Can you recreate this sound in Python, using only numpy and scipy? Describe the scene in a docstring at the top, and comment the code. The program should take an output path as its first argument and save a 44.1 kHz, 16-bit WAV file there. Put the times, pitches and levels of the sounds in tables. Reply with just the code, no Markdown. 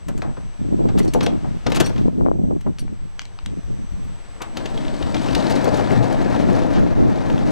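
"""Seaming machine on a metal roof

A seaming machine is set down on a sheet-metal roof: its steel parts clank and jingle, the panels thud.
Then a strap tows it past the microphone; its wheels rumble over small bumps and its frame rattles.
Gusts buffet the microphone pair throughout, over a faint outdoor hush and a thin electrical whine."""
import sys
import numpy as np
from scipy import signal
from scipy.fft import rfft, irfft, next_fast_len
from scipy.io import wavfile
from scipy.ndimage import uniform_filter1d, minimum_filter1d, map_coordinates

SR = 44100
rng = np.random.default_rng(int(sys.argv[2]) if len(sys.argv) > 2 else 0)


def dump_mix(stems):
    """Bounce the given channels to the path in sys.argv[1] as a 16-bit WAV at rate SR."""
    frames = np.atleast_2d(stems).T  # one column per channel
    limited = np.clip(frames, -1, 1)  # hard clip at full scale
    pcm = np.round(limited * 32767).astype(np.int16)
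    wavfile.write(sys.argv[1], SR, pcm)


N = 331191
TIME = np.arange(N) / SR
LEAD = SR // 200  # samples of room ahead of each burst

# the dull tone of a blow on the roof: pitch_hz, level_db
THUD_SPECTRUM = [(40, -21), (110, 3), (340, -2.5), (650, -2), (1000, -6), (1600, -11.5), (6000, -65)]
# the bright edge of a blow on steel: pitch_hz, level_db
TREBLE_SPECTRUM = [(3500, -31), (6500, 13), (8500, 8), (11000, 1.5), (13500, 1), (16000, -22)]


def gain_of(db):
    """Turns decibels into a factor to multiply by."""
    return 10 ** (np.asarray(db) / 20)


def evened(x):
    """Scales a signal to an average (rms) size of 1."""
    return x / np.sqrt(np.mean(x ** 2) + 1e-20)


def over_pitch(points, hz):
    """Reads a table between its rows, with octaves evenly spaced."""
    row_hz, value = np.transpose(points)
    return np.interp(np.log(hz + 1e-6), np.log(row_hz), value)


def over_time(points):
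    """Joins (time, value) points with straight lines, one value a sample."""
    return np.interp(TIME, *np.transpose(points))


def add(mix, start_s, sound):
    """Mixes a sound in at start_s."""
    part = mix[max(round(start_s * SR), 0):][:len(sound)]
    part += sound[:len(part)]


def colour(x, spectrum):
    """Filters x by (pitch_hz, level_db) points and evens its size."""
    size = next_fast_len(len(x))
    gain = gain_of(over_pitch(spectrum, np.fft.rfftfreq(size, 1 / SR)))
    return evened(irfft(rfft(x, size) * gain, size)[:len(x)])


def noise(spectrum, size=N):
    """Steady noise with the given spectrum."""
    return colour(rng.standard_normal(size), spectrum)


def wander(rate_hz):
    """A smooth random drift of average size 1."""
    knots = rng.standard_normal(N // 20)
    return evened(map_coordinates(knots, [TIME * rate_hz], order=2, mode="wrap"))


def grains(per_s, spread_db):
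    """Tiny impacts at random times, a few of them large."""
    size = gain_of(spread_db * np.minimum(rng.exponential(1, N), 4.5))
    return size * rng.choice([-1, 1], N) * (rng.random(N) < per_s / SR)


def blow(spectrum, t60, tail_db=-120, tail_s=.2, rise_s=0.000067, hold_s=0, spike=0):
    """A noise burst that holds, then fades 60 dB in t60 seconds; it may have a spike and a weak tail."""
    t = np.arange(SR // 3) / SR
    fading_s = np.maximum(t - hold_s, 0)
    decay = gain_of(-60 * fading_s / t60) + gain_of(tail_db - 60 * fading_s / tail_s)
    envelope = decay * (1 - np.exp(-t / rise_s))
    burst = np.pad(envelope * rng.standard_normal(len(t)) + spike * (t == 0), (LEAD, 0))
    return colour(burst, spectrum) * np.sqrt((np.sum(envelope ** 2) + spike ** 2) / len(burst))


def strike(mix, start_s, db, burst):
    """Mixes in a burst so that its attack falls at start_s."""
    add(mix, start_s - LEAD / SR, gain_of(db) * burst)


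def ring_metal(impacts, spectrum, t60):
    """Each impact rings the many close tones of sheet metal."""
    return evened(signal.oaconvolve(impacts, blow(spectrum, t60))[:N])


def microphone_pair(x):
    """Sound reaches the two microphones with a different level and timing, most of all in the bass."""
    # how much louder the left is: pitch_hz, difference_db
    balance = [(50, 6.9), (120, 7.9), (270, 9.7), (650, 6.2), (1500, 4.9), (3500, 2.6), (8000, 2.9),
               (15000, 3.3)]
    # how far the right is ahead: pitch_hz, phase_radians
    phase = [(50, 3), (130, 2.8), (300, 2.5), (650, 2), (1200, 1.45), (2500, .9), (5000, .6), (14000, .4)]
    size = next_fast_len(N + 4096)
    hz = np.fft.rfftfreq(size, 1 / SR)
    left_to_right = gain_of(-over_pitch(balance, hz)) * np.exp(1j * over_pitch(phase, hz))
    left = rfft(x, size) * 2 / abs(1 + left_to_right)
    return irfft(np.array([left, left * left_to_right]), size)[:, :N]


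def echo(x):
    """Roof ribs and a wall scatter a short, thin echo to each side."""
    t = np.arange(SR // 3) / SR
    spectrum = [(60, -42), (300, 5.0), (3000, 17.5), (12000, 6.5)]
    envelope = gain_of(-60 * t / .22) * (t > .006)
    tails = np.array([noise(spectrum, size=len(t)) for side in range(2)]) * envelope
    return signal.oaconvolve(x[None], tails / np.linalg.norm(tails[0]), axes=1)[:, :N]


def outdoor_hush():
    """A faint, low wash of outdoor noise, only partly alike on the two sides."""
    # its tone: pitch_hz, level_db
    spectrum = [(30, 18.5), (100, 9), (350, 2), (800, 1), (1600, -4), (3200, -8.5), (6000, -15.5),
                (9000, -23.5), (13000, -34), (16000, -77)]
    # its rise and fall: time_s, level_db
    levels = [(0, -50), (1, -45.5), (2, -43.5), (2.4, -53.5), (2.8, -51.5), (3.6, -48.5), (4.3, -45.5),
              (7.5, -44.5)]
    shared = microphone_pair(noise(spectrum))
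    separate = np.array([noise(spectrum), noise(spectrum)])
    return gain_of(over_time(levels)) * (shared + gain_of(-1) * separate)


def whine():
    """Three thin electrical tones waver in strength, mostly on the right."""
    # the main tone: time_s, level_db
    main_levels = [(0, -63), (.9, -61), (1.6, -65.5), (2.8, -67), (4.4, -59.5), (5.4, -55.5), (6.2, -60),
                   (7, -71), (7.5, -64)]
    # two weaker tones: pitch_hz
    pair_hz = [5953, 6065]
    # they swell and fade together: time_s, level_db
    pair_levels = [(0, -71.5), (.55, -68.5), (1.5, -71), (2.45, -69.5), (3, -76.5), (3.6, -66.5),
                   (3.95, -66), (4.2, -74), (6, -68.5)]
    out = np.zeros(N)
    for hz, levels in [(7866, main_levels)] + [(hz, pair_levels) for hz in pair_hz]:
        strength = np.sqrt(2) * gain_of(over_time(levels) + 0.4 * wander(rate_hz=3.9))
        out += strength * np.sin(2 * np.pi * (hz * TIME + rng.random()))
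    return out * gain_of([[-7], [3.5]])


def wind_level():
    """Wind strength in dB: each gust rises, holds and dies away over the breeze."""
    # the breeze between gusts: time_s, level_db
    breeze = [(0, -36), (.55, -50), (1.5, -35), (3.2, -42), (4.35, -54), (4.75, -31), (5.8, -29),
              (6.4, -19.5), (7.5, -23)]
    # gusts at the microphone: start_s, length_s, level_db
    gusts = [(0.059, 0.25, -25), (0.361, 0.11, -30), (0.586, 0.34, -20), (0.702, 0.16, -20),
             (0.925, 0.16, -15), (1.121, 0.26, -19), (1.389, 0.18, -24), (1.641, 0.58, -21),
             (2.151, 0.3, -15.5), (2.45, .11, -19), (2.642, 0.053, -19), (2.792, 0.064, -25.5),
             (2.868, 0.073, -28), (2.998, 0.063, -30), (3.45, .13, -25), (3.659, 0.087, -24),
             (3.749, 0.088, -29), (3.913, 0.23, -31.5), (6.736, .1, -14), (6.943, .16, -17.5),
             (7.294, 0.2, -19)]
    rise_s, fall_s = .03, .025
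    power = gain_of(over_time(breeze)) ** 2
    for start_s, length_s, db in gusts:
        rise = np.clip((TIME - start_s) / rise_s, 0, 1)
        fall = np.exp(-np.maximum(TIME - start_s - length_s, 0) / fall_s)
        power += (gain_of(db) * rise * fall) ** 2
    return 10 * np.log10(power)


def wind():
    """Swirls of air push the two microphones in opposite ways; faster air is louder and higher."""
    # the tone of the swirls: multiple_of_swirl_rate, level_db
    swirl_shape = [(.03, -19), (.25, -1.5), (.6, 2), (1, -1), (1.5, -14.5), (2.2, -18.5), (4, -46),
                   (8, -66), (20, -82)]
    # the tone of big, slow swirls: pitch_hz, level_db
    sway_spectrum = [(15, 17.5), (40, -1), (70, 8), (140, -29), (400, -58)]
    # single hard buffets: time_s, level_db, width_ms
    buffets = [(2.084, 6.5, 0.76), (2.211, 0.5, 0.41), (2.263, 7, 0.42), (2.286, 4.5, 0.46),
               (2.316, 7, 0.46), (6.834, 3, 0.63), (7.346, 5, 1.4)]
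    level_db = wind_level() + 1.495 * wander(rate_hz=18)
    extra_db = level_db + 20  # above a typical gust
    swirl_hz = 286 * 2 ** (extra_db / 25)  # an octave higher for every 25 dB
    flurry = wander(rate_hz=170)
    # noise made for one swirl rate is played faster or slower as the air speed changes
    base_hz = 400
    spectrum = [(multiple * base_hz, db) for multiple, db in swirl_shape]
    position = np.cumsum(swirl_hz * gain_of(1.2 * flurry)) / base_hz
    strength = gain_of(level_db + 1.7 * flurry - 0.3)
    opposed, shared = (strength * map_coordinates(noise(spectrum), [position], order=3, mode="wrap")
                       for part in range(2))
    opposed += gain_of(-24 + 0.37 * extra_db) * noise(sway_spectrum)
    shared *= gain_of(-14.5)
    t = np.arange(-SR // 50, SR // 50) / SR
    for time_s, db, width_ms in buffets:
        widths = 1000 * t / width_ms
        pulse = gain_of(db - 6) * (1 - widths ** 2) / (1 + widths ** 2 / 3) ** 3  # one swirl passing
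        add(opposed, time_s + t[0], pulse)
        add(shared, time_s + t[0], gain_of(-13.5) * pulse)
    return np.array([gain_of(.25) * opposed, -gain_of(-.25) * opposed]) + shared


def snaps():
    """Handling the machine and its strap makes short, dry clicks with a faint tail."""
    # each click: start_s, level_db, pitch_hz
    clicks = [(0.22, -27, 1590), (0.37, -33.5, 910), (2.786, -32, 2451), (2.88, -38, 980),
              (3.194, -21, 2440), (3.2177, -31.5, 2760), (3.254, -35.5, 2944), (3.389, -30.5, 1720),
              (3.461, -27.5, 3100)]
    out = np.zeros(N)
    for start_s, db, hz in clicks:
        spectrum = [(hz * 0.17, -24), (hz * 0.29, -6), (hz, 0), (hz * 2.9, -8), (hz * 3.17, -22),
                    (hz * 6, -38), (hz * 12, -65)]
        click = blow(spectrum, t60=0.0083, tail_db=-24, tail_s=0.044, rise_s=.0001, spike=3.5)
        strike(out, start_s, db + 1, click)
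    return out


def ticks():
    """Small parts of the frame knock and ring very briefly."""
    # each knock: start_s, level_db, pitch_hz
    knocks = [(1.001, -30, 2120), (1.208, -30, 3731), (1.263, -22, 3700), (1.667, -24, 3700),
              (4.776, -31, 3200), (4.851, -36.5, 2923), (4.881, -32.5, 3310), (5.026, -28, 3270),
              (5.168, -30, 3350), (5.286, -30, 2870), (5.331, -33, 2970), (5.349, -21, 3900),
              (5.425, -32, 3500), (5.468, -28.5, 4200), (5.522, -31, 4630), (5.907, -27.5, 1980),
              (7.30, -30.5, 2300), (7.378, -30, 3200)]
    out = np.zeros(N)
    for start_s, db, hz in knocks:
        spectrum = [(hz * 0.1, -20), (hz * 0.6, -8), (hz * 0.8, -9), (hz, 0), (hz * 1.19, -8),
                    (hz * 1.53, -13), (hz * 4, -40)]
        strike(out, start_s, db + 3.5, blow(spectrum, t60=0.022, rise_s=0.0004))
    return out


def thuds():
    """The roof sheet gives under the machine and bare feet, and answers with a hollow thud."""
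    # each flex of the sheet: start_s, level_db, fade_s, pitch_hz
    flexes = [(0.221, -33.5, 0.35, 720), (1.148, -22.5, 0.15, 500), (1.267, -33.5, 0.5, 597),
              (1.444, -34, 0.19, 660.7), (1.660, -26, 0.13, 492), (1.804, -35, 0.2, 347),
              (1.809, -25, 0.31, 162), (1.672, -19.5, 0.088, 258), (2.076, -24, 0.087, 375),
              (2.258, -22, 0.1, 560), (2.663, -25.5, 0.087, 536), (3.435, -34.5, 0.21, 58.4),
              (3.639, -29.5, 0.15, 58), (3.915, -26.5, 0.14, 68), (4.039, -31, 0.11, 50),
              (4.404, -34, 0.3, 1020), (5.02, -28, 0.16, 55), (5.313, -25, 0.22, 61),
              (5.976, -20.5, 0.27, 147)]
    out = np.zeros(N)
    for start_s, db, fade_s, hz in flexes:
        spectrum = [(hz * 0.25, -16), (hz * 0.5, -6), (hz, 0), (hz * 1.31, -5), (hz * 2.08, -12),
                    (hz * 4, -30), (hz * 12, -65)]
        strike(out, start_s, db + .5, blow(spectrum, fade_s, rise_s=0.0025))
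    return out


def panel_ring(lowest_hz, hold_s=0):
    """A roof panel rings while a weight presses on it, then dies away."""
    # its hollow tones: multiple_of_lowest, level_db, fade_s
    tones = [(1, -2, 0.067), (1.183, -10.5, 0.043), (1.431, -9.5, 0.15), (1.642, -13.5, 0.09),
             (1.804, -13, 0.073)]
    t = np.arange(SR // 4) / SR
    multiple, db, fade_s = np.transpose(tones)[:, :, None]
    envelope = gain_of(db - 60 * np.maximum(t - hold_s, 0) / fade_s)
    ring = envelope * np.sin(2 * np.pi * (lowest_hz * multiple * t + rng.random(fade_s.shape)))
    return ring.sum(0) * (1 - np.exp(-t / 0.00047))


def heavy_bumps():
    """The machine's weight or a jolting wheel knocks a panel; each spot has its own pitch."""
    # each bump: start_s, level_db, press_s, lowest_pitch_hz
    bumps = [(1.148, -19.5, 0.019, 490), (1.267, -20.5, 0.0042, 481), (1.668, -25, 0.0058, 309),
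             (1.804, -13, 0.002, 338.5), (5.365, -19, 0.0036, 491), (5.505, -22, 0.02, 490),
             (5.543, -21, 0.0027, 379), (5.672, -19, 0.011, 480), (5.798, -20.5, 0.0035, 483),
             (5.912, -22, .003, 436), (6.006, -22.5, 0.017, 466), (6.343, -21.5, 0.0024, 534),
             (6.399, -18.5, 0.0025, 418.7), (6.618, -21, 0.0044, 351.3), (7.299, -24.5, .002, 513.7)]
    out = np.zeros(N)
    for start_s, db, press_s, hz in bumps:
        add(out, start_s, gain_of(db) * panel_ring(hz, press_s))
        strike(out, start_s, db - 3, blow(THUD_SPECTRUM, t60=.03))
    return out


def small_bumps():
    """The wheels keep knocking new spots of the sheet into short, hollow rings."""
    per_s, low_hz, high_hz = 45, 190, 640
    out = np.zeros(N)
    for k, (delay, spot, force) in enumerate(rng.random((round(per_s * N / SR), 3))):
        ring = panel_ring(low_hz * (high_hz / low_hz) ** spot)
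        add(out, (k + 2 * delay) / per_s, gain_of(10 * force) * ring)
    return evened(out)


def towing_levels():
    """Rumble, rattle and drumming (in dB) grow as the strap pulls harder and the machine comes closer."""
    # how hard the strap pulls: time_s, effort_db
    pull = [(4.3, -22), (4.53, -14.5), (4.6, -4.5), (4.98, -4.5), (5.4, 1), (5.85, 1.5), (6.12, 0),
            (6.35, 2), (6.78, 2), (6.9, -2.5), (7.2, 0.5), (7.51, 4.5)]
    pass_s, nearest_m, speed_m_per_s = 5.85, 1, 1.18
    pull_db = over_time(pull)
    distance_m = np.hypot(nearest_m, speed_m_per_s * (TIME - pass_s))
    near_db = 20 * np.log10(nearest_m / distance_m)
    behind = .5 + .5 * np.tanh((TIME - 5.57) / 0.41)  # the rattle is weaker behind the microphone
    on_panel = np.exp(-((TIME - 6.04) / 0.2) ** 2)  # one panel drums most as the wheels cross it
    rumble_db = near_db + pull_db - 25.57
    rattle_db = near_db + 1.37 * pull_db - 38.9 - 7 * behind
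    drum_db = near_db + pull_db - 43 + 14 * on_panel
    return rumble_db, rattle_db, drum_db


def panel_drum():
    """A shaken roof panel drums at its own low pitches."""
    # those pitches: pitch_hz, width_hz, level_db
    tones = [(120.6, 8.3, 8.5), (135, 20, -4)]
    hz = np.fft.rfftfreq(N, 1 / SR)
    response = sum(gain_of(db) / (1 + 2j * (hz - pitch) / width) ** 2 for pitch, width, db in tones)
    return evened(irfft(rfft(rng.standard_normal(N)) * response, N))


def rolling():
    """Steel wheels jolt over the roof: the sheet rumbles, the frame rattles and clinks, grit cracks."""
    # the tone of the rumbling sheet: pitch_hz, level_db
    rumble_spectrum = [(40, -17), (75, -9.5), (115, -3.5), (150, -2.5), (200, 1), (280, 1), (410, -10.5),
                       (550, -5), (780, -7), (1000, -12), (1350, -17), (1600, -15.5), (2600, -27),
                       (6000, -66)]
    # the tone of the rattling frame: pitch_hz, level_db
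    frame_spectrum = [(900, -25), (1800, -2), (2600, -1), (4400, -1), (6000, -6), (8000, -13), (10500, -20),
                      (13000, -27), (16000, -50)]
    crack_spectrum = [(800, -18), (2500, 0), (7000, 5), (13000, -13), (16000, -45)]
    rumble_db, rattle_db, drum_db = towing_levels()
    moving = np.clip((TIME - 4.3) / 0.062, 0, 1)
    shake = wander(rate_hz=42)
    sheet, frame, clinks = np.zeros((3, N))
    for spot in range(10):  # each spot rings in its own way
        jolts = grains(per_s=130, spread_db=2.5)
        sheet += ring_metal(jolts, rumble_spectrum, t60=0.12)
        frame += ring_metal(jolts * abs(jolts) ** 0.16, frame_spectrum, t60=0.068)
        hz = rng.uniform(2200, 4600)
        spectrum = [(hz * .4, -17), (hz * .8, -9), (hz, 0), (hz * 1.25, -9), (9000, -22), (16000, -50)]
        clinks += ring_metal(grains(per_s=5, spread_db=1.5), spectrum, t60=.028)
    drum = panel_drum()
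    cracks = ring_metal(grains(per_s=19, spread_db=1.5), crack_spectrum, t60=0.021)
    rattle = evened(frame) + gain_of(-4.5) * evened(clinks) + gain_of(-13.5) * cracks
    rumble = evened(sheet) + gain_of(-7) * small_bumps()
    return moving * (gain_of(rumble_db + 0.85 * shake) * rumble
                     + gain_of(rattle_db + 1.4 * shake) * rattle
                     + gain_of(drum_db) * drum)


def jingles():
    """Loose steel fittings bounce; each bounce lands on a new spot and brings out other tones."""
    # each jingle: start_s, level_db, centre_pitch_hz
    hits = [(0.984, -47, 7500), (1.03, -38.5, 5200), (1.078, -34.5, 4530), (1.137, -38, 6900),
            (1.231, -27.5, 5502), (1.755, -35, 8420), (1.844, -28, 4410), (1.860, -25, 6400),
            (2.794, -34, 9600)]
    # the tones of the fittings: pitch_hz, level_db, fade_s
    tones = [(4130, -4, .06), (4320, 1, 0.058), (4530, 6, 0.065), (5600, 10, 0.055), (5600, 4, .04),
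             (6160, 0, .05), (6700, -2, 0.029), (8250, 4, 0.036), (9230, -1, 0.045), (10660, -3, 0.066),
             (10785, -9, 0.094), (11400, -3, 0.054), (12250, -7, .045)]
    out, t = np.zeros(N), np.arange(SR // 4) / SR
    hz, tone_db, fade_s = np.transpose(tones)[:, :, None]
    for start_s, db, centre_hz in hits:
        detune = 1 + .025 * rng.standard_normal(hz.shape)
        for bounce in range(4):
            spot_db = 4.5 * rng.standard_normal(hz.shape)
            weight = gain_of(tone_db - 7.2 * np.log2(hz / centre_hz) ** 2 + spot_db)
            waves = np.sin(2 * np.pi * (hz * detune * t + rng.random(hz.shape)))
            ring = (weight * gain_of(-60 * t / fade_s) * waves).sum(0) / np.linalg.norm(weight)
            ring *= 1 - np.exp(-t / 0.00024)
            land_s = start_s + .005 * (bounce + .8 * rng.random()) * (bounce > 0)
            add(out, land_s, gain_of(db - 0.5 - 4.4 * bounce) * ring)
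            strike(out, land_s, db - 17 - 3.4 * bounce, blow(TREBLE_SPECTRUM, t60=0.0088))
    return out


def clanks():
    """Steel knocks on steel: a hard crack and a short rattle, with the roof thudding beneath."""
    # each knock: start_s, level_db, thud_boost_db, treble_boost_db, chatter_s
    knocks = [(0.084, -28.5, 12.5, -1, 0.00047), (0.177, -35.5, 10, 1, 0.0022),
              (0.219, -28.5, 8.5, -15, 0.00094), (0.368, -40, 22, -30, 0.00071),
              (0.887, -26.5, 10, -21, .001), (0.976, -25.5, 13.5, -22, 0.00098),
              (0.984, -27, -13, -2.5, 0.012), (1.048, -36, 13.5, 0, .001), (1.079, -33.5, 1, -4, .001),
              (1.136, -21, -14, 1, 0.0012), (1.207, -19, 9, -25, 0.0018), (1.226, -29, 16, -17, 0.016),
              (1.262, -18.5, 3, -27, 0.0019), (1.665, -16.5, 9.5, -32, 0.0017), (1.7, -28, 16.5, -7, .001),
              (1.719, -14, 5, -15, 0.0015), (1.746, -22.5, -4, -9, 0.0066), (1.758, -20.5, 11, -3, .004),
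              (1.768, -17.5, 6, -9, 0.0018), (1.8005, -10.5, 10.5, -5, 0.0013),
              (1.8056, -10, 7.5, -4.5, 0.0016), (1.861, -27, 8.5, -9, 0.01),
              (1.894, -30.5, 17.5, -10, .002), (1.96, -30.5, 14, -23, 0.00088),
              (1.979, -27, 3.5, -19, 0.0018), (2.609, -37.5, -16, -5, 0.0009),
              (2.784, -38, -27, -10, 0.011), (4.418, -21, -24, -8.5, 0.0017),
              (4.57, -18, -1, -12.5, 0.00079), (4.657, -20.5, -6, -17, 0.0014),
              (5.144, -18.5, 8.5, -21, 0.0019), (5.349, -19, -6, -12, .004),
              (5.497, -24.5, 12, -9.5, 0.018), (5.643, -23.5, 17, -2.5, 0.0011),
              (5.771, -30, -3, -2, 0.0012), (6.125, -29, -7, -5, .001), (6.745, -30, 13, -28, 0.026)]
    # the tone of the crack: pitch_hz, level_db
    spectrum = [(400, 16.5), (1000, 8.5), (1700, 10), (2700, 11), (4200, 7.5), (6500, 1), (9000, -22),
                (16000, -72)]
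    out = np.zeros(N)
    for start_s, db, thud_db, treble_db, chatter_s in knocks:
        steel = blow(spectrum, t60=.04, tail_db=-20.5, tail_s=.17, rise_s=.0009, hold_s=chatter_s,
                     spike=4)
        treble = blow(TREBLE_SPECTRUM, t60=.035, tail_db=-26, tail_s=.14, rise_s=.001, hold_s=chatter_s)
        thud = blow(THUD_SPECTRUM, t60=0.15, rise_s=0.0035, hold_s=chatter_s)
        strike(out, start_s, db - 6.5, steel)
        strike(out, start_s, db + treble_db - 8.5, treble)
        strike(out, start_s, db + thud_db - 15.5, thud)
    return out


def scene():
    """The machine and its echo, with the outdoor hush, the wind and the whine."""
    machine = clanks() + thuds() + heavy_bumps() + jingles() + snaps() + ticks() + rolling()
    return outdoor_hush() + microphone_pair(machine) + gain_of(-13) * echo(machine) + wind() + whine()


def record(dry):
    """A limiter turns down the strongest peaks and recovers slowly; the highest treble is cut off."""
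    ceiling_db, recovery_db_per_s, cutoff_hz = -0.15, 14, 15900
    peak_db = 20 * np.log10(abs(dry).max(0) + 1e-6)
    recovery_db = TIME * recovery_db_per_s
    held_db = np.maximum.accumulate(peak_db + recovery_db) - recovery_db
    over_db = np.maximum(held_db - ceiling_db, 0)
    smooth_gain = gain_of(uniform_filter1d(minimum_filter1d(-over_db, size=61), size=61))
    treble_cut = signal.firwin(511, cutoff_hz, window=("kaiser", 9), fs=SR)
    return signal.oaconvolve(dry * smooth_gain, treble_cut[None], "same")


dry = scene()
out = record(dry)
dump_mix(out)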